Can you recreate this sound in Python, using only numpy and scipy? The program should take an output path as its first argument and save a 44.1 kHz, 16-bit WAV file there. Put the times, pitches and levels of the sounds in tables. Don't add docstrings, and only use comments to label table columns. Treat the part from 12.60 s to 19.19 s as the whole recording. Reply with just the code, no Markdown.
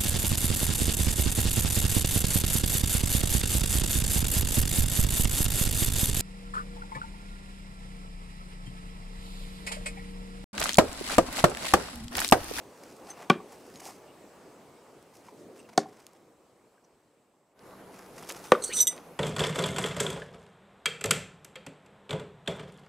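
import sys
import numpy as np
from scipy import signal
from scipy.fft import rfft, irfft
from scipy.io import wavfile
from scipy.ndimage import uniform_filter1d

SR = 44100
rng = np.random.default_rng(int(sys.argv[2]) if len(sys.argv) > 2 else 0)


def waveform_to_disk(signal):
    frames = np.transpose(np.atleast_2d(signal))
    scaled = np.clip(frames, -1, 1) * 32767
    samples = np.round(scaled).astype(np.int16)
    wavfile.write(sys.argv[1], SR, samples)


N = 290619

# frequency in Hz, relative density in dB.
WASH_COLOUR = [(15, -54.5), (30, -29.5), (134, -5.5), (182, -4.5), (271, -2), (413, 0), (1170, -10),
               (1580, -19), (3000, -27), (3900, -54), (6600, -120)]
# frequency in Hz, relative density in dB.
FAR_HISS_COLOUR = [(880, -33.5), (1500, 0.5), (2310, -0.5), (3150, -3), (6820, -5), (9000, -6.5),
                   (11200, -11.5), (15500, -13.5)]
# frequency in Hz, relative density in dB.
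NEAR_HISS_COLOUR = [(880, 4), (1500, 10), (1580, 5.5), (3000, -1), (5040, -3), (9060, -5.5), (10600, -2),
                    (15500, -12)]
# frequency in Hz, correlation 0-1.
AIR_LIKENESS = [(60, 0.98), (180, 0.94), (550, 0.96), (1650, 0.8), (4970, 0.57), (15000, 0.94)]
# start in s, rise in s, hold in s, settling time constant in s,
# wash lift at the band centre in dB, hiss lift in dB.
AIR_SWELLS = [(2.704, 0.029, 0.28, 0.14, 9, 2.5), (5.436, 0.74, 0.017, 0.056, 1, 9.5)]
# time in s, frequency in Hz, mean level in dB.
HUM_TRACK = [(5.05, 193.8, -64), (6.468, 167.1, -67), (6.59, 173, -71)]
# frequency in Hz, t60 in s.
WOOD_T60 = [(120, 0.38), (400, 0.42), (800, 0.23), (1200, 0.2), (3000, 0.22), (6000, 0.15), (12000, 0.15)]
# start in s,
# length in s, start Hz, end Hz, width in Hz, level before the fade window in dB.
GLIDE_EVENTS = [(0.55, 0.034, 2770, 2700, 130, -60), (1.466, 0.055, 2750, 2880, 150, -60.5),
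                (2.978, 0.041, 2770, 2700, 170, -60), (3.035, 0.039, 2750, 2770, 180, -65),
                (4.238, .02, 5900, 5900, 500, -65), (6.081, 0.077, 1260, 3200, 410, -41.5),
                (6.11, 0.047, 3300, 4270, 530, -43.5), (6.024, 0.118, 4470, 4340, 244, -47.5),
                (6.165, 0.068, 3300, 4300, 200, -34), (6.085, 0.085, 2890, 2960, 230, -45.5)]
# middle in s, half length (to 1/e) in s, treble level at the middle in dB,
# body against the treble in dB.
RUSTLE_EVENTS = [(0.282, 0.17, -62.5, -4), (0.495, 0.045, -57.5, 6), (0.612, 0.042, -59.5, 10),
                 (0.924, 0.034, -59.5, 1), (1.038, 0.12, -64.5, -7), (1.248, 0.1, -54, -2),
                 (1.277, 0.034, -47, -7), (2.573, 0.046, -64, -12), (2.676, 0.038, -64, 2),
                 (2.805, 0.027, -65.5, -21), (2.987, 0.046, -63.5, 3), (3.091, .008, -63.5, 11.5),
                 (3.131, 0.0098, -64, 10), (3.386, 0.19, -69, 5.5), (5.397, 0.089, -62.5, 3),
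                 (5.608, 0.06, -56, 2), (5.702, 0.021, -44.5, -0.5), (5.769, 0.065, -54.5, -2),
                 (5.851, 0.025, -51, 2), (6.346, 0.096, -63.5, 8)]
# frequency in Hz, relative density in dB.
RUSTLE_COLOUR = [(1180, -50), (2000, -8), (2540, -11.5), (2970, -16), (3800, -13.5), (5130, -3.5),
                 (11300, -11), (15500, -19.5)]
# time in s, peak in dB, centre in Hz.
TICK_EVENTS = [(0.925, -35, 8000), (1.158, -31, 4100), (1.218, -51, 2500), (1.255, -27, 6000),
               (2.427, -43, 6000), (2.685, -45, 1700), (3.402, -41.5, 5000), (3.467, -28, 5104),
               (3.534, -44, 6600), (4.993, -43, 3405), (5.109, -45, 2980), (5.638, -38, 2500),
               (5.675, -35, 4500), (5.69, -26.5, 5870), (5.697, -20.5, 5700), (5.702, -23.5, 2360),
               (5.712, -26, 3460), (5.723, -21, 6540), (5.748, -33.5, 1970), (5.873, -33, 4600),
               (6.283, -25, 7500), (6.365, -33, 6950), (6.379, -33, 2100)]
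# start in s, level in dB, frequency in Hz.
TAP_EVENTS = [(1.217, -37.5, 755), (1.241, -38, 785), (1.263, -32, 764), (1.288, -34.5, 795),
              (1.303, -37, 788), (2.686, -36.5, 967), (4.18, -56, 1600)]
# start in s, level in dB, pitch factor, lift of the upper modes in dB.
PING_EVENTS = [(0.501, -35.5, 1, -10.5), (1.157, -47.5, 1.065, -22), (2.990, -58.5, 1.003, 2.5)]
# frequency in Hz, relative level in dB, t60 in s.
HELD_BLADE_MODES = [(6200, 3, 0.068), (8420, 9, 0.052), (11000, -1, .03)]
# frequency in Hz, relative level in dB, t60 in s.
LONG_BLADE_MODES = [(2000, -27.5, 0.23), (2910, -21, 0.08), (3370, -7, 0.043), (3740, -8, 0.13),
                    (6010, 10, 0.16), (6130, -22.5, 0.73), (7250, -7, 0.076), (7550, 6, 0.033),
                    (8030, 2.5, 0.094), (8640, -4.5, 0.23), (9600, -12, .035), (11710, -5, 0.073),
                    (12400, -20, 0.0265), (14700, -19, 0.064)]
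# frequency in Hz, relative level in dB, t60 in s.
SHORT_BLADE_MODES = [(4190, 1, 0.03), (6370, 4.5, 0.04), (7910, 4, 0.061), (8650, 9.5, 0.028),
                     (8810, 6, 0.073), (9100, -8, 0.058), (11700, -12, 0.053)]
# start in s, attack in s, hold in s, release in s, held level before pan
# in dB, share of the long blade 0-1 at the start, the same at the end.
SLIDE_EVENTS = [(5.821, 0.01, 0.13, 0.013, -56, 0.56, 0.45), (6, 0.06, 0.0037, 0.11, -37.5, 0.39, 0.23),
                (6.122, 0.037, 0.075, 0.013, -25.5, 0.05, 0.8)]
# start in s, peak before pan in dB, share of the long blade 0-1,
# factor on t60, brightness in dB per octave.
CLINK_EVENTS = [(6.022, -28, 0.1, 0.39, -4), (6.032, -28, 0.1, 0.55, -6), (6.039, -20, 0.2, 0.093, 0),
                (6.045, -19, 0, 0.12, 2), (6.052, -30, 0, 0.24, -3), (6.135, -24, 0.4, 0.38, 2),
                (6.1651, -18, 0.9, .3, -4), (6.176, -22, 1, 0.15, 0), (6.2034, -8, 0.73, 0.42, -2.5),
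                (6.212, -12.5, 0.9, 0.38, 22), (6.227, -20, 0.6, 0.2, 5), (6.27, -10, 0.93, 0.59, -3.5)]
# time of the blow in s, delay in s, gain on the blow in dB,
# centre of the returned band in Hz.
TRUNK_RETURNS = [(.698, 0.057, -15.5, 340), (.698, 0.1, -28, 950), (.698, .109, -29.5, 450),
                 (3.177, 0.08, -23, 920), (3.177, 0.11, -27, 340), (5.919, 0.031, -12.5, 1370),
                 (5.919, .056, -21.5, 513), (5.919, 0.172, -26, 414)]
# frequency in Hz, t60 in s, relative level in dB at each of three spots struck.
LOG_MODES = [(185.1, 0.06, 1, -13, -51), (236, 0.098, -4.5, -13.5, -9), (323.7, 0.098, -12, -9.5, -44),
             (363.3, 0.12, -8, -37, -0.5), (413, 0.11, -12, -9, 3), (489.4, 0.054, -15, -29, 15),
             (568, 0.13, -12.5, -16, -2), (764, 0.032, -13, -12, -24), (797, 0.056, -13, 0.5, 0.5),
             (1032, 0.01, -16.5, -0.5, -22), (1126, 0.21, -24.5, -40.5, -11), (1142, 0.048, 0, -20.5, 17.5),
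             (1464, 0.04, -1.5, -10, 4), (1860, 0.017, -7, -10, 8.5), (2337, 0.023, 1.5, -11, 3),
             (3087, 0.019, 1, -21, 5.5), (3640, 0.018, -12.5, -2, -25)]
# landing in s, log level over the first 20 ms before pan in dB, time to the dead stop in s,
# crack against the log in dB, crack centre in Hz, crack width in octaves, crack t60 in s, stop to handle whip
# in s, whip jolt in dB, factor on upper-mode t60, pitch factor, bark rattle against the log in dB,
# bark chips against the crack in dB.
BLOW_EVENTS = [(.6983, -13.5, 0.0025, -4.5, 2150, 1, 0.015, 0.0025, 4, 0.77, 1.003, -22.5, -16.5),
               (3.1762, -17, 0.0019, -4, 5270, 0.53, 0.0111, .0027, 2.5, 0.49, 0.95, -25.5, -13.5),
               (5.9187, -10, 0.00189, -3.5, 2680, 0.97, 0.0082, 0.00219, -5, 0.83, 1.02, -23, -24)]

FAR_WASH_DB, FAR_HISS_DB, NEAR_WASH_DB, NEAR_HISS_DB = -52, -62.5, -51, -59.5
CUT_S, FADE_FROM_S, FADE_IN_S = 4.94, 0.38, 0.13
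FADE_OUT_DB, FADE_BEND = -17.5, 1.79
SWELL_HZ, SWELL_OCTAVES = 322, 0.92
INSECTS_HZ, INSECTS_OCTAVES, INSECTS_DB = 7870, 0.09, -75.5
INSECTS_FADE_SHARE = 0.55
WOOD_DB, WOOD_BUILD_S = -23.5, 0.01
TICK_CYCLES, TICK_OCTAVES = 5.3, .85
TAP_T60_S, TAP_RISE_S, PING_RISE_S = 0.024, 0.00069, 0.0029
SLIDE_ENDS_DB = -23
GRIP_DETUNE, KNOCK_RISE_S = .0015, 0.00032
CHATTER_S, CHATTER_DB = 0.0056, 3.5
SLAP_OCTAVES = 0.27
TIP_DB, TIP_HZ, TIP_T60_S = -16, 11000, 0.0046
RATTLE_HZ, RATTLE_OCTAVES, RATTLE_T60_S, RATTLE_CLUMPS_DB = 1200, 0.71, .2, 3.5
CHIPS_T60_S = 0.12
EDGE_HZ = 15700


def amp(db):
    return 10 ** (np.asarray(db) / 20)


def evened(x):
    return x / np.sqrt(np.mean(x ** 2) + 1e-20)


def read(points, hz):
    f, value = np.transpose(points)
    return np.interp(np.log(hz + 1), np.log(f + 1), value)


def add(mix, s, sound):
    part = mix[..., round(s * SR):][..., :sound.shape[-1]]
    part += sound[..., :part.shape[-1]]


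def curve(rows):
    s, *columns = np.transpose(rows)
    t = np.arange(s[0], s[-1], 1 / SR)
    return [s[0]] + [np.interp(t, s, c) for c in columns]


def coloured(x, points):
    gain = amp(read(points, np.fft.rfftfreq(x.shape[-1], 1 / SR)))
    return evened(irfft(rfft(x) * gain, x.shape[-1]))


def bell(hz, centre_hz, octaves):
    return np.exp(-.5 * (np.log2((hz + 1) / centre_hz) / octaves) ** 2)


def hump(x, centre_hz, octaves):
    hz = np.fft.rfftfreq(x.shape[-1], 1 / SR)
    return irfft(rfft(x) * bell(hz, centre_hz, max(octaves, .2)), x.shape[-1])


def clumped(noise, depth_db, size):
    return amp(depth_db * evened(uniform_filter1d(noise, size=size)))


def ring(x, hz, t60):
    radius = 1000 ** (-1 / (max(t60, .002) * SR))
    w = 2 * np.pi * hz / SR
    return signal.lfilter([0, np.sin(w)], [1, -2 * radius * np.cos(w), radius ** 2], x)


def note(hz, t60, rise_s, turn):
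    t = np.arange(SR // 3) / SR
    rise = 1 - np.exp(-t / max(rise_s, .0002))
    return rise * amp(-60 * t / max(t60, .003)) * np.sin(2 * np.pi * (hz * t + turn))


def air_db(t):
    progress = np.clip((t - FADE_FROM_S) / (CUT_S - FADE_FROM_S), 0, 1)
    fading_db = FADE_OUT_DB * progress ** FADE_BEND
    far = amp(np.array([[FAR_WASH_DB], [FAR_HISS_DB]]) + fading_db) * (t < CUT_S + FADE_IN_S)
    near = amp([[NEAR_WASH_DB], [NEAR_HISS_DB]]) * np.clip((t - CUT_S) / FADE_IN_S, 0, 1)
    swells_db = 0
    for s, rise_s, hold_s, settle_s, *lift_db in AIR_SWELLS:
        rise = np.clip((t - s) / rise_s, 0, 1)
        settle = np.exp(-np.maximum(t - s - rise_s - hold_s, 0) / settle_s)
        swells_db = swells_db + np.outer(lift_db, rise * settle)
    return 20 * np.log10(np.hypot(far, near)), swells_db


def air():
    frames, hz = N // 256 + 5, np.fft.rfftfreq(1024, 1 / SR)
    a, b, c, d, patches = rng.standard_normal((frames, 513, 5)).T
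    patches = uniform_filter1d(patches, size=12, axis=0)
    patches = evened(uniform_filter1d(patches, size=10, axis=1))
    t = np.arange(frames) * 256 / SR
    (wash_db, hiss_db), (wash_swell_db, hiss_swell_db) = air_db(t)

    def unit(gain):
        return gain[:, None] / np.linalg.norm(gain)

    swell_band = bell(hz, SWELL_HZ, SWELL_OCTAVES)[:, None]
    wash = unit(amp(read(WASH_COLOUR, hz))) * amp(wash_db + swell_band * wash_swell_db)
    far_hiss, near_hiss = [unit(amp(read(p, hz))) for p in (FAR_HISS_COLOUR, NEAR_HISS_COLOUR)]
    hiss = np.where(t < CUT_S, far_hiss, near_hiss) * amp(hiss_db + hiss_swell_db)
    fading_db = np.clip(wash_db - FAR_WASH_DB, FADE_OUT_DB, 0)
    insects_gain = amp(INSECTS_DB + INSECTS_FADE_SHARE * fading_db) * (t < CUT_S)
    insects = unit(bell(hz, INSECTS_HZ, INSECTS_OCTAVES)) * insects_gain
    gain = np.hypot(wash, np.hypot(hiss, insects))

    same = np.clip(read(AIR_LIKENESS, hz), -1, 1)[:, None]
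    left = a + 1j * b
    right = same * left + np.sqrt(1 - same ** 2) * (c + 1j * d)
    spectra = np.array([left, right]) * amp(1.6 * patches)
    plain = signal.istft(left, nperseg=1024, noverlap=768)[1]
    bin_rms = np.sqrt(np.mean(plain ** 2) / len(hz))
    return signal.istft(spectra * gain, nperseg=1024, noverlap=768)[1][:, :N] / bin_rms


def wood(x):
    taps = np.zeros((2, SR // 2))
    at = np.arange(300, SR // 2 - 20, 20) + rng.integers(0, 20, (SR // 2 - 301) // 20)
    taps[:, at] = rng.choice([-1., 1.], len(at))
    taps[1] += 0.2 * np.roll(taps[0][::-1], 7)
    hz, t, z = signal.stft(taps, SR, nperseg=256)
    decay = amp(-60 * t / read(WOOD_T60, hz)[:, None])
    tail = signal.istft(z * decay * (1 - np.exp(-t / WOOD_BUILD_S)), SR, nperseg=256)[1]
    return signal.fftconvolve(x, tail / np.linalg.norm(tail[0]), axes=1)[:, :N]


def hum():
    s, hz, db = curve(HUM_TRACK)
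    flutter = clumped(rng.standard_normal(len(hz)), 4, 4000)
    return s, np.sqrt(2) * amp(db) * flutter * np.sin(2 * np.pi * np.cumsum(hz) / SR)


def gliding_band(s, length_s, from_hz, to_hz, width_hz, db):
    hz = np.linspace(from_hz, to_hz, round(length_s * SR))
    noise = rng.standard_normal((2, 8192))
    a, b = uniform_filter1d(noise, max(round(SR / width_hz), 1))[:, :len(hz)]
    tone = ((a + 1j * b) * np.exp(2j * np.pi * np.cumsum(hz) / SR)).real
    return s, amp(db) * evened(tone) * np.hanning(len(hz))


def rustle(middle_s, half_s, db, body_db, chance):
    noise, t = chance[:4], (np.arange(chance.shape[1]) - chance.shape[1] // 2) / SR
    grains = (chance[4] > 2.2) * amp(4.0 * np.minimum(chance[5], 2))
    snaps = uniform_filter1d(grains, size=24)
    stereo = noise[0] + 0.096 * noise[1:3]
    fibres = stereo * (2.0 + evened(snaps)) * clumped(noise[3], 3.4, 300)
    body = coloured(fibres, [(300, -30.5), (700, -1.5), (1800, -12.5), (3000, -19.0), (20000, -69.0)])
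    sound = (coloured(fibres, RUSTLE_COLOUR) + amp(body_db) * body) * np.exp(-(t / half_s) ** 2)
    return middle_s + t[0] + 1, amp(db) * sound


def tick(s, db, centre_hz, chance):
    t = np.arange(512) / SR - .002
    decay_s = np.where(t < 0, .0001, TICK_CYCLES / centre_hz)
    ragged = 0.14 * chance * np.exp(-np.abs(t) / decay_s)
    edge = abs(t) < .5 / SR
    snap = hump(ragged + edge, centre_hz, TICK_OCTAVES)
    return s - .002, amp(db) * snap / abs(snap).max()


def tap(s, db, hz):
    return s, amp(db) * note(hz, TAP_T60_S, TAP_RISE_S, 0)


def ping(s, db, pitch, upper_db):
    sound = sum(amp(level_db + upper_db * (k > 0)) * note(hz * pitch, t60, PING_RISE_S, 0)
                for k, (hz, level_db, t60) in enumerate(HELD_BLADE_MODES))
    return s, amp(db) * sound


def stroke(s, attack_s, hold_s, release_s, db, share_from, share_to):
    times = s + np.cumsum([0, attack_s, hold_s, release_s])
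    levels_db = db + SLIDE_ENDS_DB * np.array([1, 0, 0, 1])
    shares = [share_from, (share_from + share_to) / 2, share_to, share_to]
    return np.transpose([times, levels_db, shares])


def slide(rows):
    s, db, share = curve(rows)
    clumps = clumped(rng.standard_normal(len(db)), 3.4, 130)
    slips, *grit = rng.standard_normal((3, len(db))) * clumps

    def sing(modes):
        return evened(sum(amp(level_db) * ring(evened(ring(slips, hz, 0.0031)), hz, 0.18 * t60)
                          for hz, level_db, t60 in modes))

    share = np.clip(share, 0, 1)
    blades = share * sing(LONG_BLADE_MODES) + (1 - share) * sing(SHORT_BLADE_MODES)
    sound = blades + 0.15 * evened(hump(np.array(grit), 9000, 0.96))
    return s, amp(db) * sound * signal.windows.tukey(len(db), .1)


def clink(s, db, share, ring_factor, tilt_db, chance, rattle):
    counts = [len(LONG_BLADE_MODES), len(SHORT_BLADE_MODES)]
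    shares = np.repeat(np.clip([share, 1 - share], 0, 1), counts)
    sound = 0
    for part, mode, (uneven, off, turn) in zip(shares, LONG_BLADE_MODES + SHORT_BLADE_MODES, chance):
        hz, level_db, t60 = mode
        gain = part * amp(level_db + tilt_db * np.log2(hz / 6000) + 2.0 * uneven)
        sound = sound + gain * note(hz * (1 + GRIP_DETUNE * off), t60 * ring_factor, KNOCK_RISE_S, turn)
    touches = rattle ** 3 * np.exp(-np.arange(len(rattle)) / (CHATTER_S * SR))
    chatter = signal.fftconvolve(sound, touches / np.linalg.norm(touches))[:len(sound)]
    sound = sound + amp(CHATTER_DB) * chatter
    return s, amp(db) * sound / abs(sound).max()


def returned(thud, centre_hz):
    return hump(np.pad(thud, (256, 0)), centre_hz, SLAP_OCTAVES)


def struck_log(spot, push, whipped, pitch, upper_ring):
    log = 0
    for hz, t60, *spots_db in LOG_MODES:
        if hz > 700:
            mode = -ring(whipped, hz * pitch, t60 * upper_ring)
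        else:
            mode = ring(push, hz * pitch, t60)
        log = log + amp(spots_db[spot]) * mode
    log = signal.sosfilt(signal.butter(4, 150, "high", fs=SR, output="sos"), log)
    return log / np.std(log[:SR // 50])


def blow(spot, row):
    (s, db, stop_s, crack_db, crack_hz, crack_octaves, crack_t60, whip_s, whip_db,
     upper_ring, pitch, rattle_db, chips_db) = row
    t = np.arange(SR // 4) / SR

    def jolt(at_s):
        return np.exp(-.5 * ((t - at_s) / .00007) ** 2)

    def burst(noise, centre_hz, octaves, rise_s):
        return evened(hump(noise, centre_hz, octaves)) * np.minimum(t / rise_s, 1)

    push = 0.055 * jolt(0.0001) + jolt(stop_s)
    whipped = push + amp(whip_db) * jolt(stop_s + whip_s)
    log = struck_log(spot, push, whipped, pitch, upper_ring)

    crack_decay = amp(-60 * np.maximum(t - stop_s, 0) / crack_t60)
    chips_decay = amp(chips_db - 60 * t / CHIPS_T60_S)
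    crack = burst(rng.standard_normal(len(t)), crack_hz, crack_octaves, stop_s) * (crack_decay + chips_decay)

    tip = burst(rng.standard_normal(len(t)), TIP_HZ, 0.51, 0.0012) * amp(TIP_DB - 60 * t / TIP_T60_S)

    bark, clumps = rng.standard_normal((2, len(t)))
    rattle = burst(bark, RATTLE_HZ, RATTLE_OCTAVES, 0.0026) * clumped(clumps, RATTLE_CLUMPS_DB, 150)
    rattle = rattle * amp(rattle_db - 60 * t / RATTLE_T60_S)
    return s, amp(db) * (log + amp(crack_db) * crack + tip + rattle)


def scene():
    knives, steel, near = np.zeros((3, 2, N))
    add(near, *hum())
    for row in GLIDE_EVENTS:
        add(near, *gliding_band(*row))
    cloth = np.zeros((2, N + 2 * SR))
    for row in RUSTLE_EVENTS:
        add(cloth, *rustle(*row, rng.standard_normal((6, 2 ** 15))))
    for row in TICK_EVENTS:
        add(near, *tick(*row, rng.standard_normal(512)))
    for row in TAP_EVENTS:
        add(near, *tap(*row))
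    for row in PING_EVENTS:
        add(near, *ping(*row))
    for row in SLIDE_EVENTS:
        add(steel, *slide(stroke(*row)))
    for row in CLINK_EVENTS:
        add(steel, *clink(*row, rng.standard_normal((25, 3)), rng.standard_normal(1000)))
    for spot, row in enumerate(BLOW_EVENTS):
        s, thud = blow(spot, row)
        add(knives, s, thud)
        for struck_s, delay_s, db, centre_hz in TRUNK_RETURNS:
            if abs(struck_s - s) < .1:
                add(knives, s + delay_s - 256 / SR, amp(db) * returned(thud, centre_hz))
    slope = np.roll(steel, shift=1, axis=1) - np.roll(steel, shift=-1, axis=1)
    steel += [[.1], [-.1]] * slope
    steel *= amp([[-1.5], [1.4]])
    knives *= amp([[.2], [-.2]])
    echoes = amp(WOOD_DB) * wood(knives + amp(7.5) * steel)
    return knives + steel + near + cloth[:, SR:SR + N] + echoes + air()


def record(dry):
    rounded = .95 * np.tanh(dry / .95)
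    low_pass = signal.firwin(255, EDGE_HZ, window=("kaiser", 9), fs=SR)
    return signal.oaconvolve(rounded, low_pass[None], "same")


dry = scene()
out = record(dry)
waveform_to_disk(out)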